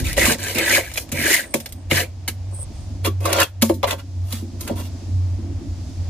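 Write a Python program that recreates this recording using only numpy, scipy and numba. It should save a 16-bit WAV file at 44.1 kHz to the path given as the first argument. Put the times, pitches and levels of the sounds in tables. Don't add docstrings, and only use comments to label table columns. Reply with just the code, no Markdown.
import sys
import numpy as np
from scipy import signal
from scipy.fft import rfft, irfft, next_fast_len
from scipy.io import wavfile
from scipy.ndimage import uniform_filter1d
from numba import njit

SR = 44100
rng = np.random.default_rng(int(sys.argv[2]) if len(sys.argv) > 2 else 0)


def wav_out(sig):
    wavfile.write(sys.argv[1], SR, np.round(np.clip(np.atleast_2d(sig).T, -1, 1) * 32767).astype(np.int16))


N = 268701
TIME = np.arange(N) / SR

# f/Hz, level/dB
FIZZ = [(3500, -1), (4800, 0), (6300, 2), (8500, 1.5), (10500, 0.5), (13500, 1), (14400, 2.5), (15000, -9),
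        (16000, -23)]
# f/Hz, level/dB, t60/s
LINER = [(73.5, 1, 0.088), (141.7, 2, 0.29), (227.5, 3, 0.22), (242, 1.5, 0.12), (329.5, 5, 0.095),
         (384.6, 0, 0.11), (457.3, -1, 0.063), (525, 4, 0.11), (559.5, 4.5, 0.093), (637.5, -1, 0.091),
         (708, 0, 0.06), (890, -8, 0.17), (964, 4.5, 0.048), (1044, 1.5, 0.068), (1122, -4, 0.12),
         (1400, -16, 0.13), (2638, 0.5, 0.059), (3320, 2, 0.11)]


def from_db(db):
    return 10 ** (np.asarray(db) / 20)


def rms_one(x):
    return x / np.sqrt(np.mean(x ** 2) + 1e-20)


def in_time(rows):
    s, *columns = np.transpose(rows)
    return [np.interp(TIME, s, column) for column in columns]


def bell(offset):
    return np.exp(-.5 * offset ** 2)


def drift(rate):
    r = np.exp(-80 * np.pi * rate / SR)
    draws = rng.standard_normal(N // 40 + 2002)
    slow = signal.lfilter([1], [1, -2 * r, r * r], draws)[2000:]
    return np.interp(np.arange(N) / 40, np.arange(len(slow)), rms_one(slow))


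def colour(x, spectrum, size=8192):
    hz, db = np.transpose(spectrum)
    octave = np.log2(np.maximum(np.fft.rfftfreq(size, 1 / SR), 1))
    points = np.log2(hz)
    outside = np.abs(octave - np.clip(octave, points[0], points[-1]))
    level_db = np.interp(octave, points, db) - np.minimum(30 * outside, 60)
    cepstrum = irfft(np.log(from_db(level_db)))
    cepstrum[1:size // 2] *= 2
    cepstrum[size // 2 + 1:] = 0
    response = irfft(np.exp(rfft(cepstrum)))
    return signal.oaconvolve(x, response[None] / np.linalg.norm(response), axes=1)[:, :N]


def noise(spectrum):
    return rms_one(colour(rng.standard_normal((2, N)), spectrum))


def ring(clicks, hz, t60):
    r, w = from_db(-60 / (t60 * SR)), 2 * np.pi * hz / SR
    return signal.lfilter([0, np.sin(w)], [1, -2 * r * np.cos(w), r * r], clicks + 1e-18)


def tub(x, direct_db=-6, early_t60=0.027, late_t60=0.15, late_db=-14, size=11000):
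    t = TIME[:size]
    decay = from_db(-60 * t / early_t60) + from_db(late_db - 60 * t / late_t60)
    response = rng.standard_normal((2, size)) * decay
    response /= np.linalg.norm(response, axis=1, keepdims=True)
    response[0, 0] += from_db(direct_db)
    response[1, 4] += from_db(direct_db)
    response /= np.linalg.norm(response, axis=1, keepdims=True)
    return signal.oaconvolve(x[None], response, axes=1)[:, :N]


def travelling(x, turns_per_s=1.6):
    angle = 2 * np.pi * turns_per_s * TIME + drift(4.82)
    return tub(x * np.cos(angle)) + tub(x * np.sin(angle))


def scrape(strokes, rasp_colour, resonator, drum_hz, drum_spread,
           drum_db, rasp_db, crunch_db, ring_db, fizz_db):
    drum, rasp, fizz, ring_share = stroke_gains(strokes)
    coarse = grains(per_s=4500, spread_db=3.3, slip_db=2.1)
    fine = rms_one(coarse + grains(per_s=8000, spread_db=4, slip_db=4))
    wall = drum * drumming(travelling(coarse), drum_hz, drum_spread)
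    grating = colour(travelling(coarse * rasp), rasp_colour)
    crunching = tub(crunch() * rasp, direct_db=0.0)
    ringing = ring_share * rms_one(resonator(grating)) * np.std(grating)
    fizzing = colour(travelling(fine * fizz), FIZZ)
    body = from_db(drum_db) * wall + from_db(rasp_db) * grating + from_db(crunch_db) * crunching
    return body + from_db(ring_db) * ringing + from_db(fizz_db) * fizzing


def stroke_gains(strokes):
    drum_lingers, drum_follows = 1.53, 0.14
    drum, rasp, fizz, ring_share = np.zeros((4, N))
    for start, push_s, release_s, db, rise_db, drum_db, ring_db, fizz_db in strokes:
        pressed_db = pressure(start, push_s, rise_db)
        gain = contact(start, push_s, release_s) * from_db(db + pressed_db)
        shaken_db = db + drum_db + drum_follows * pressed_db
        shaken = contact(start, push_s, drum_lingers * release_s) * from_db(shaken_db)
        ring_share = np.where(gain > rasp, from_db(ring_db), ring_share)
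        drum = np.maximum(drum, shaken)
        rasp = np.maximum(rasp, gain)
        fizz = np.maximum(fizz, from_db(fizz_db) * gain)
    return drum, rasp, fizz, uniform_filter1d(ring_share, size=400)


def pressure(start, push_s, rise_db):
    return rise_db * (np.clip((TIME - start) / push_s, 0, 1) - .5)


def contact(start, push_s, release_s, attack_s=0.0088):
    early = np.maximum(start - TIME, 0)
    late = np.maximum(TIME - start - push_s, 0)
    return np.exp(-.5 * np.minimum((early / attack_s) ** 2 + (late / release_s) ** 2, 60))


def grains(per_s, spread_db, slip_db, size=700):
    sizes_db = spread_db * np.minimum(rng.exponential(1, N), 4) + slip_db * drift(103)
    sizes = from_db(sizes_db) * rng.choice([-1, 1], N)
    clicks = sizes * (rng.random(N) < per_s / SR)
    return clicks / np.sqrt(np.abs(uniform_filter1d(clicks ** 2, size)) + 1e-6)


def drumming(shaking, centre_hz, spread):
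    total = 0
    for k, (hz, db, t60) in enumerate(LINER):
        share = from_db(db) / np.sqrt(t60) * bell(np.log2(hz / centre_hz) / spread)
        total = total + (-1) ** k * share * ring(shaking, hz, t60)
    return rms_one(total)


def crunch(per_s=190, spread_db=3.0, cycles=13, low_hz=1400, high_hz=7500, count=18):
    sizes = from_db(spread_db * np.minimum(rng.exponential(1, N), 3)) * rng.choice([-1, 1], N)
    clicks = sizes * (rng.random(N) < per_s / SR)
    dealt = rng.integers(0, count, N)
    pitches = np.geomspace(low_hz, high_hz, count)
    return rms_one(sum(hz * ring(clicks * (dealt == k), hz, cycles / hz) for k, hz in enumerate(pitches)))


@njit
def moving_resonance(x, turn, r):
    out = np.zeros(len(x))
    for i in range(2, len(x)):
        driven = (1 - r * r) / 2 * (x[i] - x[i - 2])
        out[i] = driven + 2 * r * np.cos(turn[i]) * out[i - 1] - r * r * out[i - 2]
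    return out


def blade_flex(x, width_hz=260, wander=0.081):
    # t/s, f/Hz
    blade_pitch = [(0.17, 1960), (0.21, 1940), (0.25, 2200), (0.3, 1980), (0.44, 1750), (0.52, 2000),
                   (0.56, 2500), (0.63, 2000), (0.72, 2050), (0.78, 1850), (0.9, 2350), (1.19, 2330),
                   (1.25, 1960), (1.41, 1850), (1.91, 2200), (1.98, 1800), (2.04, 2100)]
    centre = in_time(blade_pitch)[0] * np.exp(wander * drift(24))
    turn, r = 2 * np.pi * centre / SR, np.exp(-np.pi * width_hz / SR)
    return np.array([moving_resonance(side, turn, r) for side in x])


def wall_sheet(x):
    # f/Hz, width/Hz, level/dB
    sheet = [(970, 190, 1), (1154, 88, -0.5), (1393, 33, -3), (1590, 84, 1.5), (1706, 53, -3.5),
             (1970, 81, 2), (2556, 43, -2), (3230, 88, -17), (3300, 21, -10), (3750, 57, -11)]
    total = 0
    for k, (hz, width, db) in enumerate(sheet):
        b, a = signal.iirpeak(hz, hz / width, fs=SR)
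        total = total + (-1) ** k * from_db(db) * signal.lfilter(b, a, x)
    return total


def chips(rasp_db, fizz_db, snap_db=9, rise_s=0.00079):
    # t/s, rasp level/dB, fizz level/dB, decay of the fractures/s
    chip_rows = [(0.1304, -11.5, -12.5, 0.00095), (0.168, -8, -36, 0.0052), (0.253, -8, -15, 0.013),
                 (0.547, -23, -21, 0.011), (0.584, -5, -11.5, 0.0038), (0.916, -15, -33, 0.0014),
                 (0.938, -30, -22.5, 0.0056), (0.958, -10, -28, 0.0019), (0.975, -4.5, -13.5, 0.0043),
                 (1.091, -24, -34, 0.002), (1.1178, -14, -19, 0.0093), (1.34, -27, -5, 0.0034),
                 (1.5403, -11, -9, 0.0037), (1.552, -22, -31, 0.02), (1.6013, -21.5, -25.5, 0.0053),
                 (1.6591, -14, -23, 0.0037), (1.6900, -38, -35, 0.0043), (1.7235, -25.5, -24.5, 0.003),
                 (1.903, -17, -35, 0.008), (1.912, 1.5, -19, 0.0031), (1.998, -13, -20, 0.0072),
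                 (2.2781, -8.5, -16, 0.0088), (3.0474, -9, -23, 0.0041), (3.2054, -30, -35, 0.0048),
                 (3.254, -9, -18, 0.007), (3.301, -14, -32, 0.002), (3.3297, 1.5, -5, 0.0017),
                 (3.385, -4, -24, 0.002), (3.398, -4, -21, 0.0014), (3.402, -6, -4, 0.002),
                 (3.430, -12, -11.5, 0.0028), (3.615, -21, -26.5, 0.0055), (3.621, 1, -5, 0.003),
                 (3.625, -5.5, -5, 0.0026), (3.643, -29, -29, 0.041), (3.693, -19, -31, 0.0091),
                 (3.7393, -49, -36.5, 0.01), (3.83, -7.5, -27, 0.0047), (3.8405, -6.5, -31, 0.0046),
                 (3.8817, -21, -28, 0.0022), (3.908, -4.5, -19, 0.0049), (3.931, -13, -35, 0.0025),
                 (4.324, -15.5, -21.5, 0.0062), (4.609, -24, -19.5, 0.0034), (4.6764, -15.5, -22, 0.0037)]
    runs, snaps = np.zeros((2, 2, N))
    for s, chip_rasp_db, chip_fizz_db, length in chip_rows:
        at, gains = int(s * SR), from_db([chip_rasp_db, chip_fizz_db])
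        t = TIME[:min(SR // 2, N - at)]
        run = np.exp(-t / max(length, 1e-4)) * (1 - np.exp(-t / rise_s))
        runs[:, at:at + len(t)] += gains[:, None] * run
        snaps[:, at] += from_db(snap_db) * gains
    cracks = grains(per_s=7000, spread_db=2.8, slip_db=0, size=110)
    rasp, fizz = (travelling(cracks * run) + tub(snap, direct_db=4.5) for run, snap in zip(runs, snaps))
    # f/Hz, level/dB
    chip_colour = [(500, 3.0), (1050, -6), (1400, 0.0), (2300, 4), (3200, 0.5), (4300, -2.0), (5500, -6.0)]
    return from_db(rasp_db) * colour(rasp, chip_colour) + from_db(fizz_db) * colour(fizz, FIZZ)


def catches(level_db, width_hz=300):
    # t/s, level/dB, f/Hz, half length/s, glide/(Hz per s)
    catch_rows = [(0.226, -15.5, 2010, 0.0093, 3000), (0.59, -21, 2320, 0.014, -3000),
                  (0.712, -17, 2055, 0.0074, 0), (0.77, -15, 1857, .007, -4000),
                  (0.979, -21.5, 2420, 0.0046, 0), (1.263, -19, 1810, 0.0086, -8000),
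                  (1.344, -12.5, 1937, 0.0071, 0), (1.396, -21, 1810, 0.0079, -3000),
                  (1.543, -17, 2260, 0.0027, 2), (1.919, -16.5, 2180, 0.0033, 2),
                  (1.981, -16.5, 1813, 0.008, -3), (3.412, -21, 1765, 0.016, -9000)]
    out = np.zeros((2, N))
    narrow = signal.butter(2, width_hz / 2, fs=SR, output="sos")
    for s, db, hz, half, glide in catch_rows:
        span = slice(int((s - 4 * half) * SR), int((s + 4 * half) * SR))
        t = TIME[span] - s
        swell = bell(t / half)
        phase = 2 * np.pi * (hz + glide * t / 2) * t
        a, b = signal.sosfilt(narrow, rng.standard_normal((2, 2, SR // 3)))[:, :, -len(t):]
        rung = swell * (a * np.cos(phase) + b * np.sin(phase))
        out[:, span] += from_db(db) * rms_one(rung) * np.sqrt(np.mean(swell ** 2))
    return from_db(level_db) * out


def liner_rings(level_db, unlike=0.98, detune=0.0087, size=16000):
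    # t/s, level/dB, centre of the modes f/Hz, spread/octaves
    ring_rows = [(0.041, -15, 79, 0.44), (.178, -4.5, 510, 0.42), (0.265, -12, 1100, 0.183),
                 (0.275, -7, 252, 0.7), (0.309, -9, 690, 0.49), (0.551, -17.5, 198, 0.41),
                 (.730, -13, 420, 0.59), (.778, -6, 605, 0.56), (1.12, -16.5, 167, 0.76),
                 (1.186, -15, 198, 1.2), (1.245, -11.5, 390, 0.3), (1.28, -16, 553, 0.23),
                 (1.302, -8, 370, 0.32), (1.326, -30, 930, 0.2), (1.39, -24, 550, 0.24),
                 (1.541, -4, 430, 0.9), (1.912, -13.5, 150, 0.47), (1.915, -7, 420, 0.63),
                 (1.997, -16.5, 460, 0.15), (2.279, -22, 296, 0.52), (2.524, -27, 393, 1.1),
                 (2.587, -29.5, 560, 1), (2.623, -32.5, 600, 1.1), (2.698, -28, 283, 0.5),
                 (2.769, -27, 75, 0.4), (3.050, -18, 487, 0.61), (3.069, -14, 1110, 0.11),
                 (3.072, -7, 348, 0.34), (3.255, -8, 1120, 0.13), (3.258, -15.5, 594, 0.25),
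                 (3.331, -10, 620, 0.6), (3.359, -9, 700, 0.65), (3.383, -5.5, 700, 0.53),
                 (3.418, -15, 2650, 0.16), (3.428, -10, 2650, 0.21), (3.431, -31, 1400, 0.19),
                 (3.623, -2.5, 223, 0.15), (3.628, -5.5, 635, 0.92), (3.697, -2.5, 596, 0.51),
                 (3.698, 0.5, 297, 0.14), (3.833, -2, 746, 0.42), (3.839, -7.5, 1066, 0.14),
                 (3.842, -10.5, 550, 0.18), (3.927, -11.5, 650, 0.7), (4.333, -20.5, 225, 0.17),
                 (4.422, -18, 270, 0.42), (4.449, -27, 286, 0.17), (4.545, -28.5, 294.9, 0.54),
                 (4.612, -24.5, 318, 0.3), (4.697, -12, 636, 0.26), (4.704, -11, 263, 0.6),
                 (4.798, -25, 650, 0.88), (5.018, -24, 296, 0.31), (5.385, -21, 284, 0.32),
                 (5.441, -21.5, 276, 0.27), (5.497, -24.5, 285, 0.32), (5.61, -22.5, 288, 0.2)]
    build_cycles, sharp_share, settle_s = 1.1, 0.067, 0.0095
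    hz, mode_db, t60 = np.transpose(LINER)[:, :, None]
    t, out = TIME[:size], np.zeros((2, N + size))
    settling = t + sharp_share * settle_s * (1 - np.exp(-t / settle_s))
    envelope = (1 - np.exp(-(t * hz / build_cycles) ** 2)) * from_db(-60 * t / t60)
    ports = 1 + unlike * (-1) ** np.arange(len(hz)) * np.array([[1], [-1]])
    for s, db, centre_hz, spread in ring_rows:
        share = from_db(mode_db) * bell(np.log2(hz / centre_hz) / spread)
        pitch = hz * (1 + detune * rng.standard_normal(hz.shape))
        rings = share / np.linalg.norm(share) * envelope * np.sin(2 * np.pi * pitch * settling)
        at = int(s * SR)
        out[:, at:at + size] += from_db(db) * ports @ rings
    return from_db(level_db) * out[:, :N]


def squeaks(flutter_db):
    # t/s, level/dB, half length/s
    squeak_rows = [(1.469, -45.5, 0.17), (2.558, -37, 0.02), (2.619, -31.5, 0.014), (2.8, -55, 0.047)]
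    # f/Hz, level/dB
    squeak_colour = [(7300, -30), (8200, 22), (8800, 15.5), (9600, 6), (11000, -4.5), (14000, -12)]
    swell = sum(from_db(db) * bell((TIME - s) / half) for s, db, half in squeak_rows)
    return swell * from_db(flutter_db * drift(90)) * noise(squeak_colour)


def hum(level_db, waver=0.5, flutter_db=1.87, port_phase=0.91):
    # t/s, f/Hz
    hum_pitch = [(0.0, 96.1), (0.25, 91.5), (0.54, 96.6), (0.93, 94.6), (1.05, 84.3), (1.15, 89.9),
                 (2.26, 92.3), (2.83, 96.2), (3.0, 93.7), (6.09, 89.5)]
    # t/s, level/dB
    hum_level = [(0.0, -32), (0.27, -26), (0.32, -53), (0.39, -29.5), (1.07, -46), (1.15, -29.5),
                 (1.42, -54), (1.91, -30), (1.95, -19), (2.07, -35.5), (2.44, -28), (2.83, -37.5),
                 (3.05, -21), (3.2, -21), (3.32, -30), (3.43, -28), (3.46, -45), (3.61, -26), (4.02, -36),
                 (4.19, -21.5), (4.68, -35.5), (4.76, -22.5), (5.0, -35), (5.12, -21), (5.3, -19),
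                 (5.4, -24), (5.58, -24), (5.63, -54), (5.68, -26), (5.95, -34), (6.0, -24), (6.09, -23)]
    turned = 2 * np.pi * np.cumsum(in_time(hum_pitch)[0]) / SR
    phase = turned + waver * drift(3.5) + port_phase * np.array([[0], [1]])
    return from_db(in_time(hum_level)[0] + level_db + flutter_db * drift(8.7)) * np.sin(phase)


def rumble(level_db, gust_db=-1.0):
    # f/Hz, level/dB
    rumble_colour = [(20, 1), (33, -9.5), (50, 0), (72, 4), (110, -5.5), (160, -13.5), (260, -39)]
    # t/s, level/dB
    rumble_level = [(0, -17.5), (.24, -30), (.36, -39.5), (1.22, -42), (1.45, -48), (1.7, -41),
                    (2.5, -40.5), (2.8, -33), (3.5, -47), (4.0, -41.5), (5.2, -36.5), (6.09, -32)]
    return from_db(in_time(rumble_level)[0] + level_db + gust_db * drift(13)) * noise(rumble_colour)


def hollow_rustle(level_db, flicker_db=3):
    # f/Hz, level/dB
    hollow_colour = [(110, -14.5), (170, -5.5), (260, 4), (340, -3.5), (420, -22), (600, -27)]
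    # t/s, level/dB
    hollow_level = [(0, -30), (.25, -30.5), (.9, -47), (1.22, -31.5), (1.45, -40), (2.7, -46), (2.95, -36),
                    (3.5, -54.5), (3.8, -30), (4.15, -48), (4.7, -30.5), (5.0, -36.5), (5.6, -34),
                    (6.09, -40)]
    return from_db(in_time(hollow_level)[0] + level_db + flicker_db * drift(8.4)) * noise(hollow_colour)


def open_air(level_db, breeze_db=0.9):
    # f/Hz, level/dB
    air_colour = [(300, -4.5), (450, -2), (650, 4), (900, -3.5), (1400, -11.5), (2500, -11), (3500, -14.5)]
    # t/s, level/dB
    air_level = [(0, -37.5), (1.8, -44), (2.4, -43.5), (2.8, -41.5), (3.2, -43.5), (3.6, -48.5), (4.2, -45),
                 (5.0, -40.5), (5.6, -40.5), (6.09, -41)]
    return from_db(in_time(air_level)[0] + level_db + breeze_db * drift(4)) * noise(air_colour)


def far_hiss(level_db):
    # f/Hz, level/dB
    hiss_colour = [(3400, -5.5), (5000, 0), (7000, -4), (9000, -10), (11000, -18.5), (14000, -19.5),
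                   (16000, -38.5)]
    # t/s, level/dB
    hiss_level = [(0, -44), (1.8, -57.5), (2.4, -55.5), (2.8, -50.5), (3.5, -60.5), (4.2, -54),
                  (5.0, -49.5), (5.5, -53.5), (5.9, -49), (6.09, -50)]
    return from_db(in_time(hiss_level)[0] + level_db) * noise(hiss_colour)


def scene():
    # drumming level/dB, ringing level/dB, fizz level/dB
    stroke_rows = [(0.000, 0.0083, 0.016, -33, -10, 1.5, 10.5, -1),
                   (0.052, 0.036, 0.04, -28.5, -1.5, -10.5, 6.5, -6.5),
                   (0.182, 0.13, 0.019, -18, -2, -1.5, 5.5, -6),
                   (0.394, 0.085, 0.053, -28.5, 7, -5, 0, -8.5),
                   (0.563, 0.048, 0.041, -20.5, 0.5, -3, -0.5, -14.5),
                   (0.657, 0.093, 0.032, -19.5, 6, -3, 8.5, -5.5),
                   (0.818, 0.15, .02, -40, -7, -17, 8.5, -5),
                   (0.973, 0.024, 0.024, -40.5, -5, 0.5, -3, 6.5),
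                   (1.151, 0.16, 0.055, -26, 15.5, -2.5, 12.5, -3),
                   (1.918, 0.074, 0.025, -22, 2, 0, 9.5, -6), (3.059, 0.014, 0.0078, -22.5, -8, 2, 1, -7),
                   (3.216, 0.04, .01, -39, 12, 9, 6, -6.5), (3.257, 0.12, .01, -26, 8.5, 6.5, 4, -11.5),
                   (3.394, 0.02, 0.015, -15.5, 1.5, 1.5, 2, -9.5),
                   (3.881, 0.042, 0.012, -29.5, -3, 8.5, 7.5, -5),
                   (3.994, 0.0093, 0.0083, -40.5, -5, 0, 3.5, -9.5),
                   (4.242, 0.082, 0.05, -50, 26, 2, -18, -0.5),
                   (4.611, 0.059, 0.017, -42.5, -6, 1, -15, -2),
                   (4.682, 0.032, 0.017, -39, -11, 10, 4, -11),
                   (4.767, 0.033, 0.016, -39.5, 4, 6.5, 3, -3.5),
                   (4.835, 0.016, 0.017, -41.5, 1.5, -4, -12, -5.5)]
    # f/Hz, level/dB
    high_rasp = [(330, 0), (540, -3.5), (800, -3), (1080, -4.5), (1330, -0.5), (1650, 0), (2300, 2),
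                 (3200, 1), (4200, 1.5), (5800, -15.5), (7500, -0.5)]
    # f/Hz, level/dB
    late_rasp = [(380, -15), (580, -2.5), (850, -8.5), (1100, -6.5), (1300, 1.5), (1750, -3), (2100, -2.5),
                 (2700, -1.5), (3300, 1), (4200, -3.5), (5200, -12), (6500, -25)]
    late_from_s = 2.7
    high_strokes = [row for row in stroke_rows if row[0] < late_from_s]
    late_strokes = [row for row in stroke_rows if row[0] >= late_from_s]
    high = scrape(high_strokes, high_rasp, blade_flex, drum_hz=448, drum_spread=0.56,
                  drum_db=-3.0, rasp_db=-4.0, crunch_db=-7.5, ring_db=-12.0, fizz_db=2.5)
    late = scrape(late_strokes, late_rasp, wall_sheet, drum_hz=700, drum_spread=0.79,
                  drum_db=-6, rasp_db=-4.5, crunch_db=-9.0, ring_db=-8.5, fizz_db=2.0)
    ice = high + late + chips(rasp_db=-9.0, fizz_db=0.0) + catches(level_db=-0.5)
    liner = liner_rings(level_db=-6.0)
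    thin = squeaks(flutter_db=2.5)
    near = hum(level_db=0.0) + rumble(level_db=2.5) + hollow_rustle(level_db=-6.0)
    far = open_air(level_db=-8.0) + far_hiss(level_db=-0.5)
    return ice + liner + thin + near + far


def record(dry):
    # f/Hz, likeness/(-1..1)
    likeness = [(60, .93), (330, .9), (600, .55), (900, .35), (2000, .45), (4000, .25), (5200, 0),
                (6800, .25), (8800, -.55), (9900, .92), (10600, .85), (11500, -.92), (12200, -.92),
                (12950, .95), (13850, .92), (14600, -.92), (16000, -.7)]
    # f/Hz, level/dB
    balance = [(60, 0), (250, -3.5), (550, 1.5), (1000, -1), (2000, 0.9), (4000, 0), (8000, -2),
               (12000, 0.5)]
    size = next_fast_len(N + SR // 10)
    hz = np.fft.rfftfreq(size, 1 / SR)
    alike = np.interp(hz, *np.transpose(likeness))
    lean_db = np.interp(hz, *np.transpose(balance))
    left, right = rfft(dry, size)
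    mid = np.sqrt(1 + alike) * (left + right) / 2
    side = np.sqrt(1 - alike) * (left - right) / 2
    ports = np.array([mid + side, mid - side]) * from_db([lean_db / 2, -lean_db / 2])
    heard = irfft(ports, size)[:, :N]
    heard = signal.sosfilt(signal.butter(2, 38, "high", fs=SR, output="sos"), heard)
    rounded = heard / (1 + (heard / .8) ** 4) ** .25
    cutoff_hz = 16300
    return signal.sosfilt(signal.ellip(10, .1, 80, cutoff_hz, fs=SR, output="sos"), rounded)


dry = scene()
out = record(dry)
wav_out(out)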